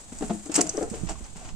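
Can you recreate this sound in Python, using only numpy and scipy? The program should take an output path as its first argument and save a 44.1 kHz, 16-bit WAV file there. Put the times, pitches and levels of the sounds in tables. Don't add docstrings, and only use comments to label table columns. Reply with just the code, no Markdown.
import sys
import numpy as np
from scipy import signal
from scipy.fft import rfft, irfft, next_fast_len
from scipy.io import wavfile
from scipy.ndimage import uniform_filter1d, map_coordinates

SR = 44100
rng = np.random.default_rng(int(sys.argv[2]) if len(sys.argv) > 2 else 0)


def wrap_up_sound(samples):
    columns = np.atleast_2d(samples).T
    tamed = np.clip(columns, -1, 1)
    steps = np.round(tamed * 32767).astype(np.int16)
    wavfile.write(sys.argv[1], SR, steps)


N = 68355
T = np.arange(N) / SR

# freq_hz, level_db
AIR_SPECTRUM = [(25, -1.5), (60, 3), (160, -5.5), (300, -6), (700, -24.5), (1500, -35), (4000, -22.5),
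                (6000, -30), (7800, -52), (9200, -54), (10200, -51), (15000, -63)]
# freq_hz, side_db
AIR_WIDTH = [(40, -21), (250, -25), (1000, 4.5), (8000, 3)]
# time_s, left_db, right_db
WIND_GUSTS = [(0, -51, -54.5), (.27, -51, -32), (.42, -72, -52.5), (.7, -63, -41.5), (.98, -42.5, -33.5),
              (1.05, -61, -26), (1.13, -54, -30.5), (1.23, -46.5, -44.5), (1.32, -61, -40),
              (1.42, -50, -39.5), (1.48, -37, -38.5), (1.55, -50, -32.5)]
# freq_hz, level_db
WIND_SPECTRUM = [(15, 2), (40, -3.5), (70, -6), (130, -10), (250, -14.5), (600, -45), (2000, -77)]
# start_s, level_db, pitch_hz, decay_s
MIC_KNOCKS = [(0.914, -17.5, 207, 0.0063), (1.012, -28.5, 138, 0.0058), (1.034, -13.5, 160, 0.0055),
              (1.05, -27, 42.5, 0.072), (1.22, -25.5, 56.4, 0.023), (1.223, -41, 228, 0.014)]
# freq_hz, left_minus_right_db
PORT_COLOUR = [(500, 3.5), (1400, 0), (2600, -1), (3600, 1), (4500, 1), (7400, -1), (8200, 2.5),
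               (9000, 9.5), (9800, -1), (11500, -1.5), (14500, 0)]

# freq_hz, side_db
PLAY_WIDTH = [(150, -11), (450, -27), (800, -9.5), (1500, 1.5), (4000, -5), (8000, -2), (14000, 3)]
# time_s, level_db
RUSTLE_CURVE = [(0, -42.5), (.06, -49.5), (.14, -45.5), (.23, -42.5), (.38, -44), (.43, -46.5), (.512, -45),
                (.62, -47), (.73, -50), (.79, -40), (.87, -48.5), (.96, -42.5), (1.05, -45.5), (1.11, -55),
                (1.2, -48.5), (1.32, -51), (1.38, -48), (1.49, -50.5), (1.55, -56)]
# freq_hz, level_db
RUSTLE_SPECTRUM = [(200, -10.5), (700, 3.5), (1300, -6), (2500, -8), (4000, -11), (5500, -7), (7000, 3.5),
                   (8000, 4.5), (9200, -6), (10200, -22), (14000, -27), (16000, -30)]
# start_s, level_db, attack_s, decay_s
PAW_SCUFFS = [(0.119, -48.5, 0.0024, 0.045), (0.498, -40.5, 0.02, 0.16), (0.551, -30.5, .005, 0.016),
              (0.660, -46, 0.0075, 0.068), (0.926, -42.5, 0.018, 0.061), (1.063, -40.5, 0.012, 0.033),
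              (1.088, -38, 0.0016, 0.023), (1.154, -54, 0.0032, 0.017), (1.181, -54, 0.0024, 0.0049),
              (1.21, -58.5, 0.0043, 0.04), (1.236, -47.5, 0.014, 0.039), (1.346, -46, 0.013, 0.12),
              (1.444, -47, 0.0069, 0.022), (1.473, -44, 0.017, 0.012)]
# freq_hz, level_db
SCUFF_SPECTRUM = [(200, 5), (500, -2.5), (800, 5.5), (1150, 0.5), (1800, -6), (2700, -3), (4000, -9.5),
                  (7500, -1.5), (10500, -41)]
# start_s, level_db, pitch_hz, decay_s
PAW_TAPS = [(1.154, -41, 1085, 0.0063)]
# start_s, level_db, decay_s
CLAW_SCRATCHES = [(0.6921, -21.5, 0.0057), (0.695, -26, 0.0033), (0.7704, -29, 0.0034),
                  (1.241, -39.5, 0.0046)]
# freq_hz, level_db
SCRATCH_SPECTRUM = [(1000, -11.5), (3800, -27), (4700, 2), (5400, 2), (6300, 12.5), (7100, -6), (8000, 8.5),
                    (9300, -14.5), (11000, -28), (15000, -41)]

# start_s, level_db, attack_s, decay_s, pitch_hz, glide_hz_per_s
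FLANK_RUBS = [(0.734, -35.5, 0.014, 0.054, 375, 1298), (0.777, -30, 0.0016, 0.014, 560, -2),
              (0.806, -27.5, 0.0098, 0.0055, 452, 5), (0.823, -28.5, 0.003, 0.019, 465.8, -600),
              (0.869, -41, 0.0056, 0.0084, 445, -2), (0.918, -38, 0.023, 0.032, 450, 11),
              (1.392, -49.5, 0.033, 0.031, 684, -150)]
# freq_hz, level_db
RASP_SPECTRUM = [(120, -21), (220, -2), (310, 7.5), (450, -3.5), (550, 1.5), (620, -11), (720, 2),
                 (950, -21), (1350, -12), (2500, -30), (5000, -75), (10000, -98)]
# start_s, level_db, attack_s, decay_s
CLOTH_CRINKLES = [(0.186, -39.5, 0.00074, 0.01), (0.456, -39.5, 0.0015, 0.011), (0.517, -33, 0.0013, 0.015),
                  (0.5397, -24.5, 0.0029, 0.019), (0.5507, -19, 0.0088, 0.0069),
                  (0.561, -24, 0.0033, 0.0063), (0.573, -34, 0.014, 0.012), (0.607, -16.5, 0.0044, 0.006),
                  (0.6251, -25, 0.00082, 0.00077), (0.666, -34.5, 0.0016, 0.011),
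                  (0.826, -33.5, 0.0015, 0.0091), (0.899, -37, 0.00075, 0.0096),
                  (1.091, -33.5, 0.0025, 0.023)]
# freq_hz, level_db
CRINKLE_SPECTRUM = [(500, -7.5), (1500, -12), (2700, -7.5), (3500, -16.5), (4600, -5.5), (6200, -1),
                    (7800, 5), (9000, -5.5), (10300, -22), (11500, -27.5), (14000, -29), (16000, -47)]
# start_s, level_db, ping_hz, left_minus_right_db
CREASE_SNAPS = [(0.187, -30.5, 7800, 5), (0.517, -31.5, 7500, 8), (0.544, -24, 8000, 11),
                (0.5467, -17, 7100, 1), (0.5568, -14, 6070, 5), (0.5616, -8.5, 7640, 0),
                (0.5638, -15, 7500, 2), (0.6089, -15, 6200, -3), (0.6141, -8, 6930, -2.5),
                (0.616, -14, 9030, -2), (0.6678, -24.5, 6960, -3), (0.6736, -22.5, 7300, 2.5),
                (0.6928, -30.5, 5360, -6), (0.7707, -28.5, 5400, 7), (0.9, -31, 8100, 3),
                (1.059, -37, 7500, 1.5)]
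# start_s, level_db, pitch_hz, decay_s
HOOP_HITS = [(0.210, -44, 797, 0.01), (0.226, -30, 749, 0.0099), (0.304, -23.5, 696, 0.011),
             (0.590, -20.5, 716, 0.017), (0.652, -36, 648, 0.025), (0.682, -38, 673, 0.0079),
             (0.834, -32.5, 704, 0.021), (1.094, -29.5, 689, 0.01), (1.098, -37, 791, 0.019),
             (1.448, -45, 697, 0.01)]
# pitch_ratio, level_db, decay_ratio
HOOP_MODES = [(0.692, -9.5, 1.1), (0.998, -0.5, 1), (1.179, -7, .6), (1.5, -18, 1.1), (1.84, -15, .7)]
# pitch_hz, level_db, t60_s (capped in tube_air)
TUBE_MODES = [(183, 4.5, 0.13), (209.4, 1.5, 0.32), (296, -4, 0.1), (340.2, 3, 0.27), (418, -5.5, 0.28),
              (493, -17, 0.23), (656, 5, 0.15), (700, -9, 0.39), (1020, -6, 0.27)]
# start_s, thump_db, pitch_hz, overtone_re_thump_db, flap_db, decay_s
WALL_BUMPS = [(0.12, -34.5, 249.6, -28, -44, 0.012), (0.208, -26.5, 299, -10, -35, 0.008),
              (0.221, -30.5, 270, 2.5, -31, 0.0085), (0.236, -28.5, 237.4, -6, -37.5, 0.012),
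              (0.295, -31, 210, -16, -30.5, 0.015), (0.302, -23.5, 219.5, -12, -41, 0.019),
              (0.346, -37.5, 202.2, 2, -67, 0.024), (0.458, -40, 294.5, -13.5, -41.5, 0.02),
              (0.494, -24, 309, -28, -37, 0.0087), (0.577, -21.5, 292.4, -14, -21, 0.017),
              (0.587, -22.5, 308, -6, -22.5, 0.011), (0.593, -35.5, 215, -14, -53, 0.018),
              (0.64, -26.5, 307, -29, -41, 0.016), (0.651, -41.5, 178, -20, -61, 0.019),
              (0.687, -41.5, 322.7, 0, -61, 0.022), (0.776, -34, 282, 10, -30.5, 0.012),
              (1.030, -41, 344, -15, -47, 0.011), (1.102, -35.5, 322, -13, -35, 0.011),
              (1.205, -45, 230, -1, -47, 0.0085), (1.357, -38, 181, -8.5, -66, 0.0036)]
# freq_hz, level_db
FLAP_SPECTRUM = [(100, -20.5), (170, -6.5), (260, 2), (430, 3.5), (560, -1), (740, -2), (1000, -8.5),
                 (1400, -10), (2200, -17.5), (3500, -19.5), (7000, -24), (11000, -71)]

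WALL_PAN_DB = 1.5


def from_db(db):
    return 10 ** (np.asarray(db) / 20)


def rms_one(x):
    return x / np.sqrt(np.mean(x ** 2) + 1e-20)


def in_time(rows):
    times, *columns = np.transpose(rows)
    return np.array([np.interp(T, times, column) for column in columns])


def pan(db):
    return from_db(np.array([[db], [-db]]) / 2)


def colour(x, spectrum, keep_power=True):
    size = 2 * next_fast_len(N)
    hz, db = np.transpose(spectrum)
    bin_hz = np.arange(size // 2 + 1) * SR / size
    gain = from_db(np.interp(np.log(bin_hz + 1), np.log(hz), db))
    cepstrum = irfft(np.log(rms_one(gain) if keep_power else gain))
    cepstrum[1:size // 2] *= 2
    cepstrum[size // 2 + 1:] = 0
    return irfft(rfft(x, size) * np.exp(rfft(cepstrum)))[..., :N]


def resonate(x, hz, width_hz):
    r = np.exp(-np.pi * width_hz / SR)
    feedforward = np.array([1, 0, -1]) * (1 - r * r) / 2
    feedback = [1, -2 * r * np.cos(2 * np.pi * hz / SR), r * r]
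    return signal.lfilter(feedforward, feedback, x + 1e-18)


def swell(start, attack, decay):
    return np.clip((T - start) / attack, 0, 1) * np.exp(-np.maximum(T - start - attack, 0) / decay)


def ring(start, hz, attack, decay):
    return swell(start, attack, decay) * np.sin(2 * np.pi * hz * (T - start))


def wander(samples):
    return rms_one(uniform_filter1d(rng.standard_normal(N), size=samples))


def widen(pair, width):
    side = colour(pair[1], width, keep_power=False)
    return (pair[0] + side * np.array([[1], [-1]])) / np.sqrt(2)


def grains(envelope, per_s, spread_db):
    sizes = from_db(spread_db * np.minimum(rng.exponential(1, (2, N)), 4))
    signs = rng.choice([-1, 1], (2, N))
    fires = rng.random((2, N)) < per_s / SR
    return widen(envelope * rms_one(sizes * signs * fires), PLAY_WIDTH)


def outdoor_air(level_db=-51.5):
    return from_db(level_db) * colour(widen(rng.standard_normal((2, N)), AIR_WIDTH), AIR_SPECTRUM)


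def microphone_wind():
    return from_db(in_time(WIND_GUSTS)) * colour(rng.standard_normal((2, N)), WIND_SPECTRUM)


def microphone_knocks(attack_s=0.0019, left_db=-50):
    knocks = sum(from_db(db) * ring(start, hz, attack_s, decay) for start, db, hz, decay in MIC_KNOCKS)
    return knocks * from_db([[left_db], [0]])


def patio(x, level_db=-14.5, delay_s=0.0021, t60_s=0.3):
    tail = rng.standard_normal((2, N)) * swell(delay_s, delay_s, t60_s / np.log(1000))
    return from_db(level_db) * signal.fftconvolve(x, rms_one(tail) / np.sqrt(N), axes=1)[:, :N]


def rustle(flicker_db=1.5):
    level = from_db(in_time(RUSTLE_CURVE) + flicker_db * wander(samples=500))
    return colour(grains(level, per_s=7000, spread_db=0.5), RUSTLE_SPECTRUM) * pan(db=1)


def paw_scuffs():
    drag = sum(from_db(db) * swell(start, attack, decay) for start, db, attack, decay in PAW_SCUFFS)
    return colour(grains(drag, per_s=1800, spread_db=1.5), SCUFF_SPECTRUM)


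def paw_tap(attack_s=0.0018):
    return sum(from_db(db) * ring(start, hz, attack_s, decay) for start, db, hz, decay in PAW_TAPS)


def claw_scratches(attack_s=0.00048):
    drag = sum(from_db(db) * swell(start, attack_s, decay) for start, db, decay in CLAW_SCRATCHES)
    return colour(grains(drag, per_s=8300, spread_db=2.5), SCRATCH_SPECTRUM)


def groan(start, hz, glide_hz_per_s, glide_s=0.053, waver_hz=50.1):
    slide = glide_hz_per_s * np.clip(T - start, 0, glide_s)
    pitch = hz + slide + waver_hz * wander(samples=150)
    return np.sqrt(2) * np.sin(2 * np.pi * np.cumsum(pitch) / SR)


def flank_rubs(rasp_db=-0.5):
    groans = pressure = 0
    for start, db, attack, decay, hz, glide in FLANK_RUBS:
        stroke = from_db(db) * swell(start, attack, decay)
        groans += stroke * groan(start, hz, glide)
        pressure += stroke
    slips = grains(1, per_s=2700, spread_db=1.0)
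    rasp = from_db(rasp_db) * colour(pressure * slips, RASP_SPECTRUM)
    return (groans + rasp) * pan(WALL_PAN_DB)


def cloth_crinkles():
    strain = sum(from_db(db) * swell(start, attack, decay) for start, db, attack, decay in CLOTH_CRINKLES)
    return colour(grains(strain, per_s=10000, spread_db=1.5), CRINKLE_SPECTRUM)


def crease_snaps(click_db=0.5):
    clicks, pings = np.zeros((2, 2, N))
    for start, db, hz, pan_db in CREASE_SNAPS:
        gains = from_db(db) * pan(pan_db)
        clicks[:, int(start * SR)] += from_db(click_db) * gains[:, 0]
        pings += gains * ring(start, hz, attack=0.00017, decay=0.0011)
    return colour(clicks, CRINKLE_SPECTRUM) + pings


def hoop_knocks(attack_s=0.0018):
    notes = sum(from_db(db + mode_db) * ring(start, hz * pitch_ratio, attack_s, decay * decay_ratio)
                for start, db, hz, decay in HOOP_HITS
                for pitch_ratio, mode_db, decay_ratio in HOOP_MODES)
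    return notes * pan(db=-2.0)


def tube_air(wall, longest_t60_s=0.25):
    return sum(from_db(db) * resonate(wall, hz, width_hz=np.log(1000) / (np.pi * min(t60, longest_t60_s)))
               for hz, db, t60 in TUBE_MODES)


def wall_bumps(overtone_ratio=1.58, thump_attack_s=0.0034, flap_attack_s=0.0036):
    thumps = shake = 0
    for start, thump_db, hz, overtone_db, flap_db, decay in WALL_BUMPS:
        fundamental = ring(start, hz, thump_attack_s, decay)
        overtone = from_db(overtone_db) * ring(start, hz * overtone_ratio, thump_attack_s, decay)
        thumps += from_db(thump_db) * (fundamental + overtone)
        shake += from_db(flap_db) * swell(start, flap_attack_s, decay)
    wall = thumps + colour(grains(shake, per_s=2400, spread_db=2.0), FLAP_SPECTRUM)
    return (wall + tube_air(wall)) * pan(WALL_PAN_DB)


def scene():
    tunnel = wall_bumps() + hoop_knocks() + flank_rubs() + cloth_crinkles() + crease_snaps()
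    play = tunnel + claw_scratches() + paw_scuffs() + paw_tap() + rustle()
    return play + patio(play) + outdoor_air() + microphone_wind() + microphone_knocks()


def record(dry):
    left_lag_s, cutoff_hz = 0.00003, 15500
    left = colour(dry[0], [(hz, db / 2) for hz, db in PORT_COLOUR], keep_power=False)
    right = colour(dry[1], [(hz, -db / 2) for hz, db in PORT_COLOUR], keep_power=False)
    left = map_coordinates(left, [(T - left_lag_s) * SR], order=5, mode="nearest")
    lowpass = signal.butter(12, cutoff_hz, fs=SR, output="sos")
    return signal.sosfiltfilt(lowpass, np.array([left, right]))


dry = scene()
out = record(dry)
wrap_up_sound(out)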